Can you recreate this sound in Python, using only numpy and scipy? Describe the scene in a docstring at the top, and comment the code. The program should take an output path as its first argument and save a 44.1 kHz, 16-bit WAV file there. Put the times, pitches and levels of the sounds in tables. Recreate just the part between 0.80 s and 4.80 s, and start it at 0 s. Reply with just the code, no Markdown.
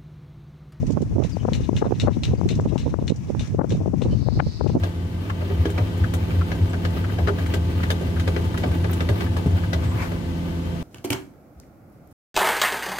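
"""A ringing clack, again and again and ever slower, comes through rumbling wind: a wooden whirligig turns
in a garden. Once a turn its steel shaft drops in its metal sleeve and sets it ringing; in between it rubs
lightly. Gusts rumble and thump on each of the two microphone openings (ports) separately, over a faint
hiss. A small bird gives a falling chirp and later a long buzz."""
import sys
import numpy as np
from scipy import signal
from scipy.fft import rfft, irfft
from scipy.io import wavfile
from scipy.ndimage import uniform_filter1d

SR = 44100
rng = np.random.default_rng(int(sys.argv[2]) if len(sys.argv) > 2 else 0)


def wav_out(sig):
    """Save sig, one row per channel (or a flat mono array), as 16-bit PCM at SR to the path in sys.argv[1]."""
    wavfile.write(sys.argv[1], SR, np.round(np.clip(np.atleast_2d(sig).T, -1, 1) * 32767).astype(np.int16))


N = 176400
T = np.arange(N) / SR

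# the shaft drops once a turn: (time [s], relative level [dB], fade time of the rattle [s])
SHAFT_DROPS = [(.437, -31.5, 0.017), (0.7335, -22.5, 0.031), (0.9664, -23.5, 0.025), (1.199, -20, 0.032),
               (1.4349, -20, 0.033), (1.689, -20.5, 0.032), (1.9791, -24.5, 0.044), (2.2793, -24, 0.017),
               (2.5945, -27, 0.03), (2.905, -27, 0.026), (3.2187, -29.5, 0.026), (3.875, -34, 0.041)]
# tone colour of scrapes and ticks: (frequency [Hz], relative level [dB])
SCRAPE_COLOUR = [(2500, -5), (4500, -1.5), (6000, 4), (7500, -1.5), (9000, -10.5), (11500, -25),
                 (15000, -27)]


def from_db(db):
    """Turn decibels into a factor to multiply by."""
    return 10 ** (np.asarray(db) / 20)


def rms_one(x):
    """Scale a signal so that its average level (rms) is 1."""
    return x / np.sqrt(np.mean(x ** 2) + 1e-20)


def curve(rows):
    """A volume curve through (time [s], level [dB]) points."""
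    return from_db(np.interp(T, *np.transpose(rows)))


def colour(x, points):
    """Filter through (frequency [Hz], level [dB]) points; white noise keeps its power."""
    size = 2 * N
    hz, db = np.transpose(points)
    log_hz = np.log(np.fft.rfftfreq(size, 1 / SR) + 1)
    gain = rms_one(from_db(np.interp(log_hz, np.log(hz), db)))
    # minimum phase: the filter never sounds ahead of its input
    cepstrum = irfft(np.log(gain))
    cepstrum[1:N] *= 2
    cepstrum[N + 1:] = 0
    return irfft(rfft(x, size) * np.exp(rfft(cepstrum)))[..., :N]


def drift(rate_hz):
    """A random wander of typical size 1, mostly slower than rate_hz."""
    hz = np.fft.rfftfreq(N, 1 / SR)
    return rms_one(irfft(rfft(rng.standard_normal(N)) / (1 + (hz / rate_hz) ** 2), N))


def flicker(rate_hz, depth_db):
    """A volume that wavers at random, by twice depth_db at most."""
    return from_db(depth_db * np.clip(drift(rate_hz), -2, 2))


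def even(x, samples):
    """Hold the short-term level of a noise at 1."""
    power = uniform_filter1d(uniform_filter1d(x ** 2, samples), samples)
    return x / np.sqrt(power + 1e-12)


def decay(start, fade_s):
    """A sudden start that dies away."""
    return (T >= start) * np.exp(-np.maximum(T - start, 0) / fade_s)


def swell(centre, width_s):
    """A smooth rise and fall."""
    return np.exp(-((T - centre) / width_s) ** 2)


def stereo_noise(alike):
    """White noise for left and right; alike (0 to 1) is the share they have in common."""
    common = np.sqrt(alike) * rng.standard_normal(N)
    return common + np.sqrt(1 - alike) * rng.standard_normal((2, N))


def ring(x, hz, ring_s):
    """One ringing tone, set off by x, that fades by 60 dB in ring_s."""
    damping, angle = from_db(-60 / (ring_s * SR)), 2 * np.pi * hz / SR
    return signal.lfilter([0, np.sin(angle)], [1, -2 * damping * np.cos(angle), damping ** 2], x + 1e-18)


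def air():
    """The breeze in the trees and the microphone's own hiss make a faint, steady noise."""
    # tone colour of the hiss: (frequency [Hz], relative level [dB])
    hiss_colour = [(500, 0.5), (1000, 1), (2000, -17.5), (4000, -22), (8000, -17), (11000, -26.5),
                   (13500, -39.5), (15000, -21.5)]
    return from_db(-55.5) * colour(stereo_noise(alike=0.12), hiss_colour)


def bird_buzz(pulse_hz=160.7):
    """A bird buzzes in rapid, nearly regular pulses, blurred by distance."""
    # loudness of the buzz: (time [s], level [dB])
    buzz_levels = [(3.24, -85), (3.31, -55), (3.45, -52), (3.56, -46), (3.61, -53.5), (3.68, -47.5),
                   (3.76, -46.5), (3.86, -52), (3.93, -52.5), (3.98, -68)]
    # its tone colour: (frequency [Hz], relative level [dB])
    buzz_colour = [(1500, -55), (3050, -32), (3650, -6), (4050, -3), (4450, 0), (4850, -1), (5350, -5),
                   (6200, -24), (9000, -55)]
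    cycles = np.cumsum(pulse_hz * (1 + 0.004 * drift(10))) / SR
    pulses = rms_one(np.diff(np.floor(cycles), prepend=0))
    blur = stereo_noise(alike=0) * rms_one(1 + np.cos(2 * np.pi * cycles) / 2)
    arrivals = np.array([np.roll(pulses, 20), pulses])   # reaches the right port first
    return curve(buzz_levels) * colour(rms_one(arrivals + 1.6 * blur), buzz_colour)


def bird_chirp(blur_hz=170):
    """The bird gives a thin falling whistle, blurred by distance."""
    # the call: (time [s], length [s], start pitch [Hz], end pitch [Hz], relative level [dB])
    chirps = [(0.518, 0.048, 5270, 4460, -51.5)]
    out = np.zeros(N)
    for start, length, start_hz, end_hz, db in chirps:
        glide = np.sqrt(np.clip((T - start) / length, 0, 1))
        phase = 2 * np.pi * np.cumsum(start_hz + (end_hz - start_hz) * glide) / SR
        whistle = (1 + drift(blur_hz)) * np.sin(phase) + drift(blur_hz) * np.cos(phase)
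        out += from_db(db) * np.sin(np.pi * glide) * whistle
    return out * from_db([[3.3], [-3.3]])   # louder on the left


def buffets(eddies, spikes_per_s=550, low_cut_hz=223, size=4096):
    """Each eddy (swirl of air) thumps a port with one sharp pressure spike amid a few random ones."""
    out = np.zeros(N + 2 * size)
    hz = np.fft.rfftfreq(size, 1 / SR)
    t = (np.arange(size) - size // 2) / SR
    high_pass = signal.butter(2, low_cut_hz, "high", fs=SR, output="sos")
    low_cut = signal.sosfreqz(high_pass, hz, fs=SR)[1]
    for time, db, fall_hz, length in eddies:
        spikes = 0.66 * (rng.random(size) < spikes_per_s / SR) * rng.uniform(-1.575, 1.87, size)
        spikes += 0.018 * rng.standard_normal(size)
        spikes *= np.exp(-2 * (t / length) ** 2)
        spikes[size // 2] = rng.choice([-1, 1])   # the main spike pushes or pulls
        treble_cut = np.exp(-hz / fall_hz) / (1 + (hz / 2600) ** 4)
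        thump = rms_one(irfft(rfft(spikes) * low_cut * treble_cut))
        start = int(time * SR) + size // 2
        out[start:start + size] += from_db(db + 4) * thump * np.sqrt(length * SR / size)
    return out[size:size + N]


def gusts(strength):
    """Wind on one port makes a lumpy rumble; fine swirls add a flutter on top."""
    # tone colours of the rumble and the flutter: (frequency [Hz], relative level [dB])
    rumble_colour = [(20, -34), (35, -16.5), (60, -7), (95, 1), (140, -2.5), (200, -8.5), (300, -17.5),
                     (450, -37.5), (800, -75.5), (2000, -83.5)]
    flutter_colour = [(100, -16.5), (250, 5), (450, -2), (700, -12), (1100, -20), (1800, -38.5),
                      (4000, -80)]
    lumps = rms_one(flicker(rate_hz=35, depth_db=2.5))
    rumble = even(colour(rng.standard_normal(N), rumble_colour), samples=1000)
    flutter = rms_one(colour(rng.standard_normal(N), flutter_colour) * flicker(rate_hz=59, depth_db=5))
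    return curve(strength) * lumps * (from_db(4.5) * rumble + from_db(-11.5) * flutter)


def wind():
    """Each port is hit by its own gusts and eddies."""
    # strength of the wind: (time [s], relative level [dB])
    strength_left = [(0.0, -18), (0.1, -38.5), (0.36, -24.5), (0.42, -56), (0.5, -28.5), (0.76, -24.5),
                     (0.86, -28), (0.92, -22), (1.16, -35), (1.26, -17.5), (1.4, -26.5), (1.44, -36.5),
                     (1.5, -21.5), (1.96, -24.5), (2.1, -32.5), (2.14, -23.5), (2.29, -29.5), (2.33, -36),
                     (2.39, -27.5), (2.54, -41.5), (2.61, -25.5), (2.69, -42.5), (2.79, -24.5),
                     (2.89, -28.5), (2.95, -20), (2.97, -36), (3.01, -23), (3.11, -25.5), (3.37, -19.5),
                     (3.45, -29), (3.47, -21.5), (3.57, -20), (3.69, -26.5), (3.73, -37), (3.85, -19),
                     (3.99, -28.5)]
    strength_right = [(0.0, -33), (0.12, -18), (0.32, -36), (0.36, -20), (0.46, -22), (0.52, -53),
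                      (0.64, -31), (0.83, -26), (0.88, -45), (0.96, -19), (1.0, -30), (1.12, -22.5),
                      (1.38, -33.5), (1.52, -22.5), (1.62, -41), (1.66, -39), (1.7, -33.5), (1.8, -21.5),
                      (1.92, -40), (2.08, -21.5), (2.2, -50), (2.31, -26), (2.43, -39.5), (2.49, -27.5),
                      (2.59, -22), (2.65, -39), (2.71, -21.5), (2.87, -41), (2.91, -23), (3.21, -37.5),
                      (3.33, -21.5), (3.37, -35), (3.41, -34), (3.49, -52), (3.59, -18), (3.63, -43),
                      (3.67, -26), (3.75, -43), (3.99, -26.5)]
    # eddies that hit: (time [s], relative level [dB], treble fall-off [Hz], length [s])
    eddies_left = [(0.032, -13, 167, 0.0035), (0.569, -21.5, 208, 0.005), (0.652, -18.5, 327, 0.008),
                   (0.687, -16.5, 387, 0.0079), (0.723, -22, 313, 0.0056), (0.806, -25, 245, 0.01),
                   (0.894, -10, 306, 0.0047), (0.931, -15, 200, 0.0031), (1.026, -13.5, 437, 0.0099),
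                   (1.059, -24.5, 440, 0.023), (1.281, -15.5, 480, 0.022), (1.37, -18, 218, 0.0082),
                   (1.539, -15.5, 231, 0.0093), (1.614, -15.5, 318, 0.0026), (1.634, -21.5, 212, 0.007),
                   (1.712, -25.5, 197, 0.025), (1.798, -19.5, 507, 0.0035), (1.874, -22, 221, 0.006),
                   (1.929, -23, 228, 0.015), (1.961, -16, 257, 0.011), (2.142, -20, 520, 0.0062),
                   (2.193, -20.5, 294, 0.0053), (2.748, -17.5, 214, 0.0045), (2.795, -13, 387, 0.0097),
                   (2.813, -19, 474, 0.013), (2.844, -20.5, 320, 0.013), (3.011, -25, 243, 0.017),
                   (3.06, -21, 260, 0.0062), (3.078, -19, 232, 0.0085), (3.14, -19, 283, 0.0085),
                   (3.222, -19, 304, 0.012), (3.487, -14.5, 426, 0.0031), (3.602, -15.5, 1450, 0.0086),
                   (3.811, -18.5, 356, 0.0052), (3.846, -20.5, 230, 0.0043), (3.868, -19, 308, 0.01),
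                   (3.9, -24, 383, 0.0081), (3.955, -15.5, 223, 0.009)]
    eddies_right = [(0.038,-27,194,0.0088), (0.104,-22,233,0.016), (0.173,-16.5,364,0.0072),
                    (0.208,-19,185,0.0047), (0.225,-18,173,0.0091), (0.363,-20.5,210,0.014),
                    (0.383,-17,258,0.0047), (0.4,-17,218,0.022), (0.425,-27,376,0.019),
                    (0.448,-17.5,240,0.0058), (1.065,-18,290,0.013), (1.109,-20.5,317,0.005),
                    (1.124,-12.5,346,0.0061), (1.239,-18,163,0.013), (1.662,-14.5,144,0.0089),
                    (1.278,-33,220,0.006), (1.791,-21,189,0.0051), (1.86,-17.5,236,0.013),
                    (2.064,-20.5,224,0.011), (2.079,-20.5,263,0.0066), (2.225,-26,230,0.019),
                    (2.306,-16.5,173,0.01), (2.321,-12.5,206,0.0063), (2.503,-19.5,224,0.0077),
                    (2.55,-23.5,438,0.0045), (2.923,-22.5,203,0.018), (2.951,-22.5,181,0.0083),
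                    (3.262,-21.5,248,0.015), (3.331,-23.5,219,0.006), (3.577,-24.5,240,0.0038),
                    (3.671,-23,222,0.008), (3.961,-17.5,290,0.023)]
    left = gusts(strength_left) + buffets(eddies_left)
    right = gusts(strength_right) + buffets(eddies_right)
    return np.array([left, right])


def rubbing():
    """The turning shaft rubs dryly in its sleeve, louder just after each drop."""
    # how hard the shaft presses: (time [s], relative level [dB])
    pressure = [(.12, 0.5), (.3, -0.5), (.5, 3.5), (1.9, 1.5), (2.4, -3), (2.68, 6), (2.8, -6.5),
                (2.97, 3.5), (3.06, -5), (3.27, 1.5), (3.6, -1)]
    # tone colour of the rubbing: (frequency [Hz], relative level [dB])
    rub_colour = [(1000, 3), (1700, 3.5), (2600, 4), (3300, -0.5), (4200, -3), (6100, 3.5), (7500, -8),
                  (10000, -14.5), (15000, -29)]
    settling = sum(decay(time, fade_s=0.046) for time, _, _ in SHAFT_DROPS)
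    level = curve(pressure) * from_db(-56 + 4.5 * settling) * flicker(rate_hz=22, depth_db=2)
    return level * colour(stereo_noise(alike=0.15), rub_colour)


def ticks():
    """The linkage ticks: tiny bursts of bright noise."""
    # the ticks: (time [s], relative level [dB])
    tick_list = [(0.0662, -40.5), (0.1061, -41), (0.1218, -43.5), (0.2177, -41), (0.4944, -42.5),
                 (0.96, -41), (1.753, -40), (1.806, -43.5), (2.674, -47), (2.271, -42), (2.36, -42.5),
                 (2.8936, -40)]
    bursts = sum(from_db(db - 3) * decay(time, fade_s=0.0084) for time, db in tick_list)
    return colour(bursts * stereo_noise(alike=0.067), SCRAPE_COLOUR)


def squeaks(ring_s=0.0088):
    """The bearing slips and squeaks briefly: noise narrowed to one pitch."""
    # the squeaks: (time [s], pitch [Hz], level [dB])
    squeak_list = [(.603, 2960, -53.5), (1.582, 4680, -59), (3.328, 3010, -51.5)]
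    slip = rng.standard_normal(N)
    out = np.zeros(N)
    for time, hz, db in squeak_list:
        tone = rms_one(ring(ring(slip, hz, ring_s), hz, ring_s / 2))
        out += from_db(db) * swell(time, width_s=0.018) * tone
    return out


def sleeve_ring(contact, varies_db=4):
    """Shaft and sleeve ring with many tones when struck, in a slightly different mix each turn."""
    # tones of the metal: (pitch [Hz], relative level [dB])
    tones = [(1980, -2), (2190, -2), (2440, -6), (2670, -7), (2850, -6), (2980, -5), (3680, -3), (3810, -6),
             (3945, -6), (4285, -4), (4750, -3), (5450, -1), (6020, -2), (6340, -2)]
    turn = np.searchsorted([time for time, _, _ in SHAFT_DROPS], T)
    out = np.zeros((2, N))
    for hz, db in tones:
        turn_db = db - 43 + varies_db * rng.uniform(-1, 1, len(SHAFT_DROPS) + 1)
        out += from_db(turn_db)[turn] * ring(contact, hz, ring_s=0.065)
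    return out


def clacks(bounce_after_s=0.018, scrape_after_s=0.015):
    """The shaft drops on the sleeve, bounces once, then rattles and scrapes to rest."""
    # the shaft also catches on the sleeve between drops: (time [s], relative level [dB])
    catches = [(0.846, -40.5), (1.06, -48), (1.153, -46), (1.337, -42.5), (1.892, -44.5), (2.105, -55),
               (2.21, -51), (2.48, -56)]
    # tone colour of metal hitting metal: (frequency [Hz], relative level [dB])
    contact_colour = [(1200, -14.5), (1900, -11.5), (2800, 0.5), (3330, -6), (3900, 2.5), (4800, -11.5),
                      (6400, -12.5), (8000, -18), (11000, -39)]
    force = sum(from_db(db) * swell(time, width_s=0.013) for time, db in catches)
    slide = np.zeros(N)
    for time, db, rattle_s in SHAFT_DROPS:
        strike = decay(time, fade_s=0.0013)
        bounce = from_db(-12.5) * swell(time + bounce_after_s, width_s=0.0021)
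        rattle = from_db(-11) * decay(time, rattle_s)
        force += from_db(db) * (strike + bounce + rattle)
        slide += from_db(db - 24) * swell(time + scrape_after_s, width_s=0.018)
    chatter = flicker(rate_hz=150, depth_db=2)
    grain = even(stereo_noise(alike=0.72), samples=40)
    contact = from_db(-6.5) * colour(force * chatter * grain, contact_colour)
    ringing = sleeve_ring(contact)
    scrape = colour(slide * chatter * stereo_noise(alike=0.049), SCRAPE_COLOUR)
    return contact + ringing + scrape


def wooden_frame(x, ring_s=0.09):
    """The frame and its blades add a dense, short ring, different at each port."""
    tail = rng.standard_normal((2, N // 8)) * from_db(-60 * T[:N // 8] / ring_s)
    tail /= np.sqrt((tail ** 2).sum(axis=1, keepdims=True))
    return x + from_db(-6) * signal.fftconvolve(x, tail, axes=1)[:, :N]


def port_balance(x):
    """The two ports pick up high and low sounds differently."""
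    # how much louder the left port is: (frequency [Hz], left minus right [dB])
    left_lead = [(1000, 6.5), (2200, 9), (3900, 3), (6100, 9), (8000, 5.5), (9500, -7), (11500, -13.5),
                 (15000, -9)]
    hz, db = np.transpose(left_lead)
    balance_db = np.interp(np.log(np.fft.rfftfreq(N, 1 / SR) + 1), np.log(hz), db)
    return irfft(rfft(x) * from_db([balance_db / 2, -balance_db / 2]), N)


def scene():
    """The whirligig and the bird, heard through the wind."""
    wind_noise = wind()
    hiss = air()
    whirligig = wooden_frame(clacks() + rubbing() + ticks() + squeaks())
    return port_balance(whirligig + hiss) + bird_buzz() + bird_chirp() + wind_noise


def record(dry):
    """An automatic volume control dips after the hardest gusts; the highest treble is cut."""
    limit_db, share_removed, recovery_db_per_s, stop_hz = -9, 0.57, 108, 16400
    peak_db = 20 * np.log10(np.abs(dry).max(axis=0) + 1e-9)
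    over_db = np.maximum(peak_db - limit_db, 0)
    recovery_db = recovery_db_per_s * T
    held_db = np.maximum.accumulate(over_db + recovery_db) - recovery_db   # jumps up, sinks slowly
    dipped = dry * from_db(-share_removed * uniform_filter1d(held_db, size=130))
    return signal.sosfilt(signal.cheby2(14, 60, stop_hz, fs=SR, output="sos"), dipped)


dry = scene()
out = record(dry)
wav_out(out)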